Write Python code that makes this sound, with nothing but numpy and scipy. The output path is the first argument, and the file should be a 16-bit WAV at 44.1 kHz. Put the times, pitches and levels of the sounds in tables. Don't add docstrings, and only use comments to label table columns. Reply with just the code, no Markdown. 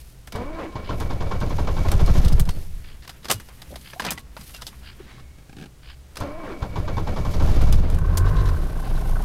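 import sys
import numpy as np
from scipy import signal
from scipy.fft import rfft, irfft, next_fast_len
from scipy.io import wavfile
from scipy.ndimage import uniform_filter1d, map_coordinates

SR = 44100
rng = np.random.default_rng(int(sys.argv[2]) if len(sys.argv) > 2 else 0)


def elevation(decibels):
    levels = np.asarray(decibels, float)
    return 10 ** (levels / 20)


def persist_wave(psi):
    counts = np.round(np.clip(psi, -1, 1) * 32767).astype(np.int16)
    wavfile.write(sys.argv[1], SR, np.atleast_2d(counts).T)


N = 407484
TIME = np.arange(N) / SR

# [t/s, knock peak level/dB]
FIRST_CRANK = [(0.354, -22), (0.584, -44), (0.757, -23), (0.894, -17), (1.01, -18.5), (1.105, -20),
               (1.209, -18.5), (1.313, -17.5), (1.414, -18), (1.504, -24), (1.585, -19), (1.675, -16.5),
               (1.769, -18.5), (1.849, -22.5), (1.919, -18), (1.996, -18.5), (2.074, -19.5), (2.15, -21),
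               (2.225, -34), (2.3, -29), (2.377, -32), (2.455, -43), (2.545, -53), (2.65, -47),
               (2.748, -56)]
# [t/s, knock peak level/dB]
SECOND_CRANK = [(6.211, -19), (6.434, -50), (6.623, -20.5), (6.76, -19.5), (6.88, -19.5), (6.972, -18.5),
                (7.072, -20), (7.165, -19), (7.253, -21.5), (7.338, -23), (7.401, -18.5), (7.474, -25.5),
                (7.547, -38), (7.606, -21.5), (7.666, -25.5)]
# [t/s, firing rate/Hz, load level/dB]
RUNNING = [(7.669, 17, -58), (7.851, 20.6, -77), (7.99, 29.8, -41.5), (8.11, 38.4, -41),
           (8.271, 47.3, -36.5), (8.357, 52.2, -37.5), (8.469, 46.4, -38.5), (8.62, 31.5, -44.5),
           (8.73, 30, -47.5), (8.82, 27.2, -45), (9.24, 27.2, -43.5)]
# [f/Hz, width/Hz, level/dB]
PANELS = [(48.7, 23.6, 4.5), (86.2, 24.7, 3), (117.5, 16.6, -2.5), (171.4, 15.2, -7.5)]
# [f/Hz, width/Hz, level/dB]
BULKHEAD = [(610, 120, -3), (1063, 155, 11.5), (1375, 23, 9), (1530, 52, 12), (787, 63, -0.5),
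            (970, 17, 5.5)]
# [t/s, level/dB]
WHIRR = [
    [(0.33, -30), (0.5, -36), (.62, -34), (1.97, -27.5), (2.27, -27.5), (2.65, -44)],
    [(6.19, -29), (6.35, -37.5), (6.48, -34), (7.16, -30), (7.6, -27), (7.88, -33), (9.24, -35.5)],
]


def unit(x):
    return x / np.sqrt(np.mean(x ** 2) + 1e-20)


def steady(x, span_s):
    span = int(span_s * SR)
    power = uniform_filter1d(uniform_filter1d(x ** 2, span), span)
    return x / np.sqrt(np.abs(power) + 1e-3 * np.mean(x ** 2))


def levels(*tables):
    rows = []
    for table in tables:
        silent = [-99] * (len(table[0]) - 1)
        rows += [(table[0][0] - .01, *silent), *table, (table[-1][0] + .03, *silent)]
    rows = np.array(rows)
    return [elevation(np.interp(TIME, rows[:, 0], column)) for column in rows.T[1:]]


def held(spans, fade_s):
    return sum(elevation(np.interp(TIME, [a - .02, a, b, b + fade_s, b + fade_s + .02], [-99, 0, 0, -30, -99]))
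               for a, b in spans)


def wobble(rate):
    return map_coordinates(rng.standard_normal(int(N * rate / SR) + 4), [TIME * rate])


def noise():
    return rng.standard_normal(N)


def filtered(x, response):
    m = next_fast_len(N + SR)
    hz = np.fft.rfftfreq(m, 1 / SR) + 1e-3
    return irfft(rfft(x, m) * response(hz), m)[:N]


def colour(points):
    f, db = np.transpose(points)
    return lambda hz: elevation(np.interp(np.log(hz), np.log(f), db))


def ringing(modes):
    return lambda f: sum((-1) ** k * elevation(db) * 1j * f * w / (c * c - f * f + 1j * f * w)
                         for k, (c, w, db) in enumerate(modes))


def band(x, lo_hz, hi_hz, order=2):
    edges = [lo_hz, min(hi_hz, SR / 2.1)]
    return signal.sosfilt(signal.butter(order, edges, "band", fs=SR, output="sos"), x)


def spikes(times, sizes):
    at = np.clip((np.asarray(times) * SR).astype(int), 0, N - 1)
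    return np.bincount(at, sizes, N)


def bursts(x, rise_s, t60_s):
    t = np.arange(SR // 3) / SR
    swell = (1 - np.exp(-t / rise_s)) * elevation(-60 * t / t60_s)
    return np.abs(signal.fftconvolve(x, swell)[:N])


def firing_turns():
    s, rate = np.transpose(RUNNING)[:2]
    return np.cumsum(np.interp(TIME, s, rate) * (TIME > SECOND_CRANK[-1][0])) / SR


def strokes():
    first = TIME[1:][np.diff(np.floor(firing_turns())) > 0][:5]
    return np.vstack([FIRST_CRANK, SECOND_CRANK, np.c_[first, -26 - 2 * np.arange(5)]]).T


def cabin():
    # [f/Hz, level per Hz/dB]
    quiet = [(12, 1), (28, -5), (40, -16), (48, 6.5), (57, 0.5), (68, 6.5), (90, -16.5), (125, -3.5),
             (200, -21.5), (400, -23), (1000, -31), (3000, -34.5), (9000, -38.5), (16000, -45.5)]
    # [f/Hz, level/dB]
    whistle = [(15272, -82)]
    rumble = elevation(-44 + 0.35 * wobble(3.84)) * unit(filtered(noise(), colour(quiet)))
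    return rumble + sum(1.7 * elevation(db) * np.sin(2 * np.pi * hz * TIME) for hz, db in whistle)


def clock():
    # [f/Hz, width/Hz, level/dB]
    case = [(950, 200, -4), (1650, 25, 5), (2330, 39, 5), (3090, 57, 6), (4450, 110, 3), (4900, 28, 3),
            (5300, 59, -10)]
    # [t/s, level/dB]
    ticks = [(.83, -46.5), (2.83, -51.5), (3.83, -49), (4.828, -47.5), (5.829, -48.5), (8.829, -51)]
    s, db = np.transpose(ticks)
    run = signal.fftconvolve(spikes(s - .016, elevation(db)), np.hanning(int(.15 * SR)) ** 0.65)[:N]
    ends = spikes(np.r_[s + .011, s + .066], elevation(np.r_[db, db] - 3.0))
    run = run + bursts(ends, 0.0014, 0.061)
    teeth = noise() * elevation(2.2 * wobble(90) + 4 * np.cos(2 * np.pi * 72 * TIME))
    damped = [(hz, width + 480, gain) for hz, width, gain in case]
    return run * unit(filtered(teeth, ringing(damped)))


def rustle(times):
    # [t/s, rustle level/dB]
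    hand_moves = [(0, -51.5), (.31, -68), (.8, -94), (.98, -51.5), (1.13, -72), (2.3, -61), (2.6, -51.5),
                  (3.01, -63.5), (3.65, -55), (4.05, -50.5), (4.21, -84), (4.4, -50), (4.55, -50),
                  (4.97, -64.5), (5.3, -75.5), (8, -62.5), (8.36, -56), (9.24, -49)]
    # [t/s, thud level/dB, scuff level/dB]
    shifts = [(2.6, -46, -64), (3.33, -39.5, -74), (3.74, -45, -62), (4.08, -36, -42), (5.05, -53, -64),
              (5.17, -52, -64), (5.61, -39, -73), (6.17, -59, -54)]
    seated = [(2.7, 5.23)]
    sleeve, = levels(hand_moves)
    trim = elevation(-50) * (levels(*WHIRR)[0] / elevation(-29.5)) ** 2.57
    dull = trim + elevation(-2.0) * sleeve
    bright = elevation(-8.5) * trim + sleeve

    def swell(s):
        return np.clip(1 - np.abs(TIME - s) / 0.12, 0, 1) ** 2

    scuff = elevation(-62) * held(seated, 0.35) + sum(elevation(db) * swell(s) for s, _, db in shifts)
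    thud = elevation(-55.5) * held(seated, .3) + sum(elevation(db) * swell(s) for s, db, _ in shifts)
    jolt = 1 + 0.64 * bursts(spikes(times, np.ones(len(times))), 0.0064, 0.17)
    cloth = dull * jolt * unit(band(noise(), 1640, 6780, order=4))
    cloth = cloth + bright * jolt ** .5 * unit(band(noise(), 8300, 13700))
    patchy = elevation(-3.5 + 1.55 * wobble(25) + 1.96 * wobble(200))
    hand = elevation(4.6 * wobble(30)) * scuff * unit(band(noise(), 580, 2640))
    return patchy * cloth + hand + elevation(-2.0) * thud * unit(band(noise(), 94, 282))


def creak():
    # [t/s, peak level/dB]
    jerks = [(5.383, -43.5), (5.423, -49), (5.493, -41), (5.527, -40.5), (5.566, -36.5), (5.584, -37),
             (5.598, -38), (5.611, -37), (5.623, -36.5), (5.637, -37), (5.657, -38)]
    # [f/Hz, width/Hz, level/dB]
    vinyl = [(300, 43, 6), (790, 80, -2), (1250, 300, -12), (1650, 140, -6), (2240, 170, -7),
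             (3100, 2300, -14)]
    # [f/Hz, width/Hz, level/dB]
    cushion = [(140, 45, 4.5), (290, 90, 0), (430, 90, -6)]
    s, db = np.transpose(jerks)
    slips = spikes(s, elevation(db + 16))
    squeak = filtered(bursts(slips, 0.0011, 0.043) * noise(), ringing(vinyl))
    thump = band(filtered(slips, ringing(cushion)), 90, 480)
    return band(squeak, 680, 13000) + elevation(25.5) * thump


def chatter():
    # [t/s, length/s, level/dB]
    buzzes = [(.53, .05, -56), (.72, .015, -54), (7.54, .03, -48), (3.023, 0.033, -50.5), (3.228, .02, -51),
              (5.02, 0.19, -56), (8.842, 0.035, -57), (8.95, 0.056, -49), (8.047, .02, -61),
              (8.256, 0.039, -44.5), (8.356, .06, -43.5), (8.455, 0.024, -41.5), (8.615, 0.013, -50),
              (8.792, 0.013, -65)]
    gate = 0
    for s, length, db in buzzes:
        corners = [s - .003, s, s + length, s + length + 0.022]
        gate = gate + elevation(db + np.interp(TIME, corners, [-60, -1.5, -0.5, -42], -99, -99))
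    trim = ringing([(3900, 120, 4), (2250, 200, 4), (1750, 150, 4)])
    grit = band(noise() * elevation(2.2 * wobble(300)), 1160, 4900)
    return gate * unit(filtered(grit, lambda f: 1 + trim(f)))


def bumps():
    # [t/s, start
    # f/Hz, end f/Hz, length/s, level/dB]
    scrapes = [(3.296, 777, 700, 0.017, -25), (3.328, 104, 99, 0.069, -33), (2.486, 1000, 970, 0.017, -37),
               (2.735, 30, 28, 0.053, -28), (3.095, 1390, 1200, 0.0097, -42), (3.706, 520, 560, 0.02, -44),
               (3.724, 560, 600, 0.018, -41), (3.739, 620, 700, 0.012, -41), (3.741, 1500, 1600, 0.01, -45),
               (3.757, 700, 650, .012, -40), (3.955, 650, 850, 0.04, -45), (3.932, 1700, 1650, .01, -40),
               (4.06, 720, 680, .016, -32), (4.617, 1000, 980, .02, -46), (4.06, 174.5, 155, 0.12, -40),
               (4.0866, 2700, 2300, 0.004, -26), (4.09, 2400, 2500, 0.02, -34),
               (3.997, 1650, 1600, 0.013, -26.5), (4.001, 1000, 1000, 0.012, -28),
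               (4.177, 2000, 1950, 0.013, -36), (4.537, 2800, 2700, 0.057, -45.5),
               (4.369, 960, 890, 0.021, -43.5), (4.58, 1500, 1400, 0.037, -50.5),
               (4.39, 200, 160, 0.044, -42), (4.729, 1180, 900, 0.016, -50.5), (5, 390, 326, 0.033, -43.5),
               (5.179, 1090, 1140, 0.023, -50)]
    # [t/s, f/Hz, t60/s, level/dB]
    springs = [(3.315, 2880, 0.39, -44), (2.065, 4200, 0.19, -39), (3.32, 6050, 0.17, -51),
               (4.12, 1100, 0.4, -45.5), (2.5, 4400, .3, -48), (5.1, 2200, 4.2, -61)]
    out = np.zeros(N + SR)
    for s, start_hz, end_hz, length, db in scrapes:
        u = np.arange(int(length * SR)) / (length * SR)
        turn = 2 * np.pi * length * (start_hz * u + (end_hz - start_hz) * u * u / 2)
        smear = .7 + .55 * np.interp(turn / 5, np.arange(130), rng.standard_normal(130))
        glide = 2 * elevation(db) * np.sin(np.pi * u ** 0.44) * smear * np.sin(turn)
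        out[round(s * SR):][:len(u)] += glide
    t = TIME[:SR // 3]
    for s, hz, t60, db in springs:
        phase = 2 * np.pi * hz * t + 0.27 * t60 * wobble(90)[:SR // 3]
        out[round(s * SR):][:SR // 3] += elevation(db - 60 * t / t60) * np.sin(phase)
    return out[:N]


def clicks():
    # [t/s, peak level/dB]
    snaps = [(0.322, -27.5), (.3581, -32), (2.176, -27), (2.453, -36), (2.4897, -21.5), (3.076, -30.5),
             (3.093, -26.5), (3.245, -32), (3.254, -27.5), (3.284, -22.5), (3.2978, -20), (3.3015, -12.5),
             (2.625, -42), (3.618, -31), (3.757, -28), (3.9965, -17.5), (4.0489, -19.5), (4.176, -28),
             (4.545, -33), (4.619, -26.5), (4.6785, -37), (6.156, -32), (6.169, -24)]
    # [t/s, peak level/dB]
    knocks = [(1.884, -26), (3.049, -42), (3.486, -40.5), (3.934, -32.5), (4.02, -28), (4.0642, -23),
              (4.0861, -40), (4.366, -31), (4.4942, -42), (5.197, -43), (7.7344, -33), (8.487, -29),
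              (4.0405, -31)]
    # [t/s, peak level/dB]
    jingles = [(4.4105, -39), (4.613, -40), (4.5415, -38), (4.575, -45), (1.402, -33), (2.0602, -26.5),
               (2.248, -23), (2.28, -24), (2.325, -25.5), (3.3244, -40), (3.379, -50), (3.034, -42),
               (3.712, -38), (3.81, -38), (4.563, -36), (4.667, -21.5), (7.7245, -20), (3.903, -42),
               (2.505, -36)]
    # [t/s, peak level/dB]
    rattles = [(0.2726, -38), (1., -34), (1.916, -27), (3.399, -38), (4.1179, -29), (4.4099, -47),
               (6.2007, -40), (7.614, -32.5), (7.9, -38), (7.944, -38.5), (7.985, -40.5)]
    # [t/s, peak level/dB]
    cracks = [(2.396, -21.5), (3.311, -11), (4.106, -19.5), (8.1722, -20), (4.192, -45)]
    # [low knock level/dB, brightness level/dB]
    kinds = [
        (1.5, -6),
        (6.5, -10),
        (-9, -4),
        (10.5, 4),
        (1.5, 5),
    ]
    # [f/Hz, width/Hz, level/dB]
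    key_modes = [(3270, 2600, -3.5), (5030, 220, 10.5), (6000, 190, 2), (2480, 470, -2)]
    # [f/Hz, width/Hz, level/dB]
    ring_modes = [(6140, 34, 1.5), (8360, 180, 9), (11150, 48, -20)]
    contacts = []
    for rows, kind in zip([snaps, knocks, jingles, rattles, cracks], kinds):
        contacts += [(*row, *kind) for row in rows]
    s, db, low_db, high_db = np.transpose(contacts)

    def shape(sizes):
        hits = spikes(s, sizes)
        return bursts(hits, 0.0006, 0.042) + 0.19 * bursts(hits, 0.0061, 0.13)

    grit = elevation(2.26 * wobble(500))
    low = shape(elevation(db - 9.0 + np.minimum(low_db, 10))) * unit(band(noise(), 120.0, 1920))
    keys = filtered(band(noise(), 2400, 5430), lambda f: 0.73 + ringing(key_modes)(f))
    mid = shape(elevation(db - 9.0)) * unit(keys)
    fizz = band(noise() * elevation(2.4 * wobble(1500)), 5400, 13200)
    high = shape(elevation(db - 7.5 + high_db)) * unit(filtered(fizz, lambda f: 1 + ringing(ring_modes)(f)))
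    tick = band(spikes(s + 0.00057, elevation(db + np.minimum(high_db, 0) - 3)), 2500, 15500)
    return low + grit * (mid + high) + tick


def whirr(times):
    # [f/Hz, level per Hz/dB]
    gears = [(120, -13), (200, 3.5), (729, -6.5), (845, -13.5), (1050, -9), (2030, -21), (5000, -30),
             (6500, -73), (11000, -120)]
    bed, = levels(*WHIRR)
    ring = elevation(-56.5) * held([(.33, 2.18), (6.19, 7.65)], 0.42)
    hum = filtered(noise() * elevation(2.5 * wobble(60)), colour(gears))
    hum = filtered(hum, lambda f: 4.1 + ringing(BULKHEAD)(f))

    def housing(hz):
        return unit(filtered(noise(), lambda f: ringing([(hz, 62, 0)])(f) ** 2))

    load = .3 + bursts(spikes(times, np.ones(len(times))), .008, .33)
    high = elevation(1.5 + 2.3 * wobble(25)) * housing(2270)
    settling_db = np.interp(TIME % 5.87, [.75, 1.1], [6.5, 5])
    low = elevation(settling_db + 2 * wobble(20)) * housing(1060)
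    deep = elevation(6.5 + 2 * wobble(20)) * (bed / elevation(-31)) * housing(595)
    return bed * elevation(-5.0) * steady(load, 0.11) * unit(hum) + ring * (high + low + deep)


def starter():
    # [t/s, tooth rate f/Hz, level/dB]
    spin = [
        [(.345, 205, -38), (.42, 257.7, -31), (.47, 286, -39), (.56, 337.6, -38), (.592, 326, -31),
         (.625, 239.3, -32.5), (.65, 196.4, -33), (.665, 155, -36), (.7, 169, -42)],
        [(6.215, 290, -36.5), (6.29, 276.2, -34.5), (6.33, 308.2, -40), (6.39, 341, -38.5), (6.425, 322, -38.5),
         (6.455, 272.6, -35), (6.49, 224.7, -34.5), (6.52, 165, -33), (6.555, 165.5, -37)],
    ]
    # [f/Hz, width/Hz, level/dB]
    shell = [(294, 78, 2), (486, 41, 7.5), (590, 50, 1.5), (650, 45, 8), (1044, 59, 3)]
    loaded_s = (.61, 6.46)
    rows = np.vstack(spin)
    rate = np.interp(TIME, rows[:, 0], rows[:, 1]) * (1 + .028 * wobble(130))
    turn = 2 * np.pi * np.cumsum(rate) / SR
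    second, = levels(*[np.delete(t, 1, axis=1) for t in spin])
    first = second * elevation(-4.0 - 9 * held([(s, s + .3) for s in loaded_s], .1))
    uneven_1 = 1 + .4 * wobble(70)
    uneven_2 = 1 + .42 * wobble(70)
    grind = unit(band(noise(), 400, 1750)) * (1 + np.cos(turn))
    strain = 1 + 0.6 * held([(s - .02, s + .06) for s in loaded_s], 0.058)
    upper = np.sin(3 * turn) + 0.66 * np.sin(4 * turn) + 0.45 * np.sin(5 * turn)
    mesh = 1.05 * uneven_2 * np.sin(2 * turn) + 0.36 * strain * grind + 0.34 * uneven_1 * upper
    teeth = first * uneven_1 * np.sin(turn) + second * mesh
    return elevation(-4) * filtered(teeth, lambda f: 1 + ringing(shell)(f))


def stumble(times):
    # [t/s, heave level/dB, extra lag/stroke periods]
    half_firings = [
        [(1.82, -32, .04), (1.98, -17, .04), (2.2, -17, .01), (2.39, -16, -.04), (2.47, -21, -.05),
         (2.56, -34, -.05)],
        [(7.27, -30, .04), (7.41, -17, .1), (7.6, -15, .14), (7.7, -13, .24), (7.79, -13, .26),
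         (7.87, -24, .22)],
    ]
    # [first try level/dB, second try level/dB, first lag, second lag/stroke periods]
    heave_orders = [(0, 0, .17, .17), (-1.5, -13, .26, .26), (-6, -6, .44, .35), (-7, -18, .25, .25),
                    (-10, -16, .29, .2)]
    heave, = levels(*[np.delete(t, 2, axis=1) for t in half_firings])
    rows = np.vstack(half_firings)
    count = np.interp(TIME, times, np.arange(len(times))) - np.interp(TIME, rows[:, 0], rows[:, 2])
    first_try = TIME < 5
    orders = 0
    for k, (one_db, two_db, one_lag, two_lag) in enumerate(heave_orders):
        lag = np.where(first_try, one_lag, two_lag)
        swing = np.cos(2 * np.pi * (k + 1) * (count - lag))
        orders = orders + elevation(np.where(first_try, one_db, two_db)) * swing
    blows = spikes(times + .022, np.ones(len(times))) * heave * elevation(52.5 - 7 * (TIME > 5))
    thumps = filtered(blows, ringing([(122, 30, 0), (165, 40, 0)]))
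    return np.sqrt(2) * heave * orders + thumps, np.clip(heave / elevation(-22), 0, 1)


def sways(times):
    # [t/s, level/dB]
    rocking = [
        [(.3, -58), (.39, -34.5), (.68, -47.5), (.9, -28.5), (1.75, -24), (1.95, -18.5), (2.38, -17),
         (2.55, -31), (2.95, -46)],
        [(6.15, -60), (6.26, -37.5), (6.57, -48.5), (6.75, -28), (7.18, -27), (7.45, -17.5), (7.74, -19),
         (7.97, -28)],
    ]
    # [level/dB, t60 after a stroke/s, lag/s, swing exponent]
    parts = [
        (3.5, 1.6, 0.072, 0.96),
        (-2.5, 0.94, 0.0021, 1.36),
        (0, 0.6, 0, 1.13),
    ]
    rock, = levels(*rocking)
    beats = spikes(times, np.ones(len(times)))
    out = []
    for db, t60, lag, swing in parts:
        sag = steady(0.23 + bursts(beats, 0.029, t60), 0.18)
        sway = rock * (rock / elevation(-33.5)) ** (swing - 1) * sag
        out.append(elevation(db) * np.interp(TIME - lag, TIME, sway))
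    return out


def body(times):
    shake, boom, drum = sways(times)
    chance = rng.standard_normal((len(times), 2))
    kicks = spikes(times + 0.01118, elevation(3.0 * chance[:, 0]))
    rebounds = spikes(times + 0.03032 + 0.0033 * chance[:, 1], -.6 * elevation(5.7 * chance[:, 1]))
    push = unit(kicks + rebounds)
    rough = np.interp(TIME, [0, 1.6, 2, 7, 7.5], [.6, .5, .3, .5, .3])
    rattle = bursts(kicks, 0.036, 0.53)
    panels = filtered(push + rough * unit(noise() * steady(rattle, 0.13)), ringing(PANELS))
    low = steady(band(unit(kicks) + 0.68 * noise(), 6.8, 25.5, order=3), 0.025)
    air = steady(band(panels, 41.4, 65.2), 0.079)
    skins = steady(band(panels, 59.3, 214, order=3), 0.069)
    heave, set_in = stumble(times)
    return heave + (1 - .75 * set_in) * (shake * low + boom * air) + (1 - .3 * set_in) * drum * skins


def knock(times, db):
    # [f/Hz, level per Hz/dB]
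    block = [(120, 17.5), (200, 0), (423, -9), (591, -14), (839, -2.5), (1060, -2.5), (2050, -20.5),
             (2290, -9), (2480, -20), (3460, -12), (7300, -26), (7900, -40), (19800, -120)]
    hits = spikes(times - .005, elevation(db + 1.2))
    grain = unit(filtered(steady(noise() * elevation(3 * wobble(250)), .012), colour(block)))
    raps = spikes(times + .002, elevation(db - 2.5))
    raps = raps + spikes(times + .008 + .006 * rng.random(len(times)), elevation(db))
    clatter = bursts(hits, 0.004, .115) * grain + 4.5 * band(raps, 700, 1770, order=3)
    clatter = filtered(clatter, lambda f: 1 + ringing(BULKHEAD)(f))
    grumble = bursts(hits, 0.016, 0.22) * unit(band(noise(), 185, 695))
    return elevation(-1.0) * clatter + elevation(-10) * grumble


def running():
    # [level at the usual load/dB, gain per dB of load/dB]
    orders_heard = [(-27.5, 1.5), (-37.5, 1.94)]
    # [f/Hz, level/dB]
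    cabin_air = [(20, -2), (40, -0.5), (60, -2.5), (85, 2), (105, -7.5), (160, -1)]
    # [t/s, first order level/dB, its lead/firing periods, rocking twice a turn/dB, shaft turn/dB]
    low_boom = [(7.9, -27, .52, -32, -45), (8.04, -20, .4, -27, -42), (8.16, -24, .3, -22, -25),
                (8.25, -34, .05, -19, -22), (8.34, -23, -.28, -20, -23), (8.43, -18.5, -.23, -20, -24),
                (8.55, -31, -.25, -22, -27), (8.66, -24, -.28, -27, -33), (8.8, -27, -.2, -30, -45),
                (8.93, -21, -.08, -24, -45), (9.02, -21.5, -.08, -29, -43), (9.12, -19, -.08, -25, -48),
                (9.24, -20, -.08, -36, -46)]
    # [f/Hz, width/Hz, level/dB, delay/firing periods]
    valves = [(390, 200, -4.5, 0.325), (746, 150, -11, 0.36), (1054, 74, -4.5, -0.05),
              (1527, 56, -9.5, 0.03), (1310, 500, -13.5, 0.2)]
    # [t/s, level/dB]
    panel_buzz = [
        (7.95, -27),
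        (8.312, -30.5),
        (8.656, -35.5),
        (9.24, -34.5),
    ]
    clatter, = levels(np.delete(RUNNING, 1, axis=1))
    turns = firing_turns()
    load = clatter / elevation(-43)
    orders = [elevation(db) * load ** grows * (clatter > 1e-4) for db, grows in orders_heard]
    lead = np.interp(TIME, [7.92, 8.14, 8.66, 8.8], [-.55, 0, 0, -.5])
    orders[0] = orders[0] * np.exp(2j * np.pi * lead)
    orders[1] = orders[1] - elevation(-25) * held([(7.9, 8.06)], .2)
    boom = 0
    for k, gain in enumerate(orders):
        loose = 1.5 * elevation(1.5 * wobble(14))
        phase = 2 * np.pi * (k + 2) * (turns - .3) + .2 * wobble(9)
        boom = boom - loose * np.real(gain * np.exp(1j * phase))

    first, rocking, turning = levels(np.delete(low_boom, 2, axis=1))
    lead = np.interp(TIME, *np.transpose(low_boom)[[0, 2]])
    shaft = first * np.cos(2 * np.pi * (turns + lead))
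    shaft = shaft + rocking * np.cos(2 * np.pi * (turns * 4 / 5 + .5))
    shaft = np.sqrt(2) * (shaft + turning * np.cos(2 * np.pi * (turns * 2 / 5 + .65)))

    beat = turns - np.interp(8.972, TIME, turns)
    hardest = (np.floor(beat + .5) % 5 == 0) * (TIME > 8.7)
    taps = 0
    for hz, width, db, delay in valves:
        lower = 600 < hz < 900
        extra_db = 7 * (hz > 1300) + 3 * (900 < hz < 1300)
        firing = np.diff(np.floor(beat - delay), prepend=99).clip(0)
        blow = firing * elevation(1.1 * wobble(40) + hardest * extra_db)
        strike = (8 + 22 * lower) * blow + (bursts(blow, .001, .06) + 9e-2) * noise()
        forward = elevation(np.interp(TIME, [8.55, 8.75], [-4, 9.5]) * lower)
        skirts = lambda f: (f / hz).clip(0, 1) * (hz / f).clip(0, 1)
        struck = filtered(strike, lambda f: ringing([(hz, width, 0)])(f) * skirts(f))
        taps = taps + forward * elevation(db) * unit(struck)

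    buzz, = levels(panel_buzz)
    drum = filtered(noise() * elevation(2.0 * np.cos(2 * np.pi * turns)), ringing(PANELS))
    drum = elevation(3.5) * buzz * unit(band(drum, 113, 390))
    return filtered(boom, colour(cabin_air)) + shaft + clatter * 0.6 * taps + drum


def scene():
    times, db = strokes()
    background = cabin() + clock()
    driver = rustle(times) + creak() + chatter() + bumps() + clicks()
    engine = whirr(times) + starter() + body(times) + knock(times, db) + running()
    return (background + driver + engine)[None]


def low_pass(x):
    return signal.sosfilt(signal.butter(12, 16500, fs=SR, output="sos"), x)


def record(dry):
    rounded = dry / (1 + np.abs(dry / .7) ** 5) ** (1 / 5)
    limit = lambda hz: np.interp(hz, [15750, 16000, 16500, 16510], [1, .04, .02, 0])
    mix = filtered(rounded[0], limit)[None]
    return low_pass(mix)


dry = scene()
out = record(dry)
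persist_wave(out)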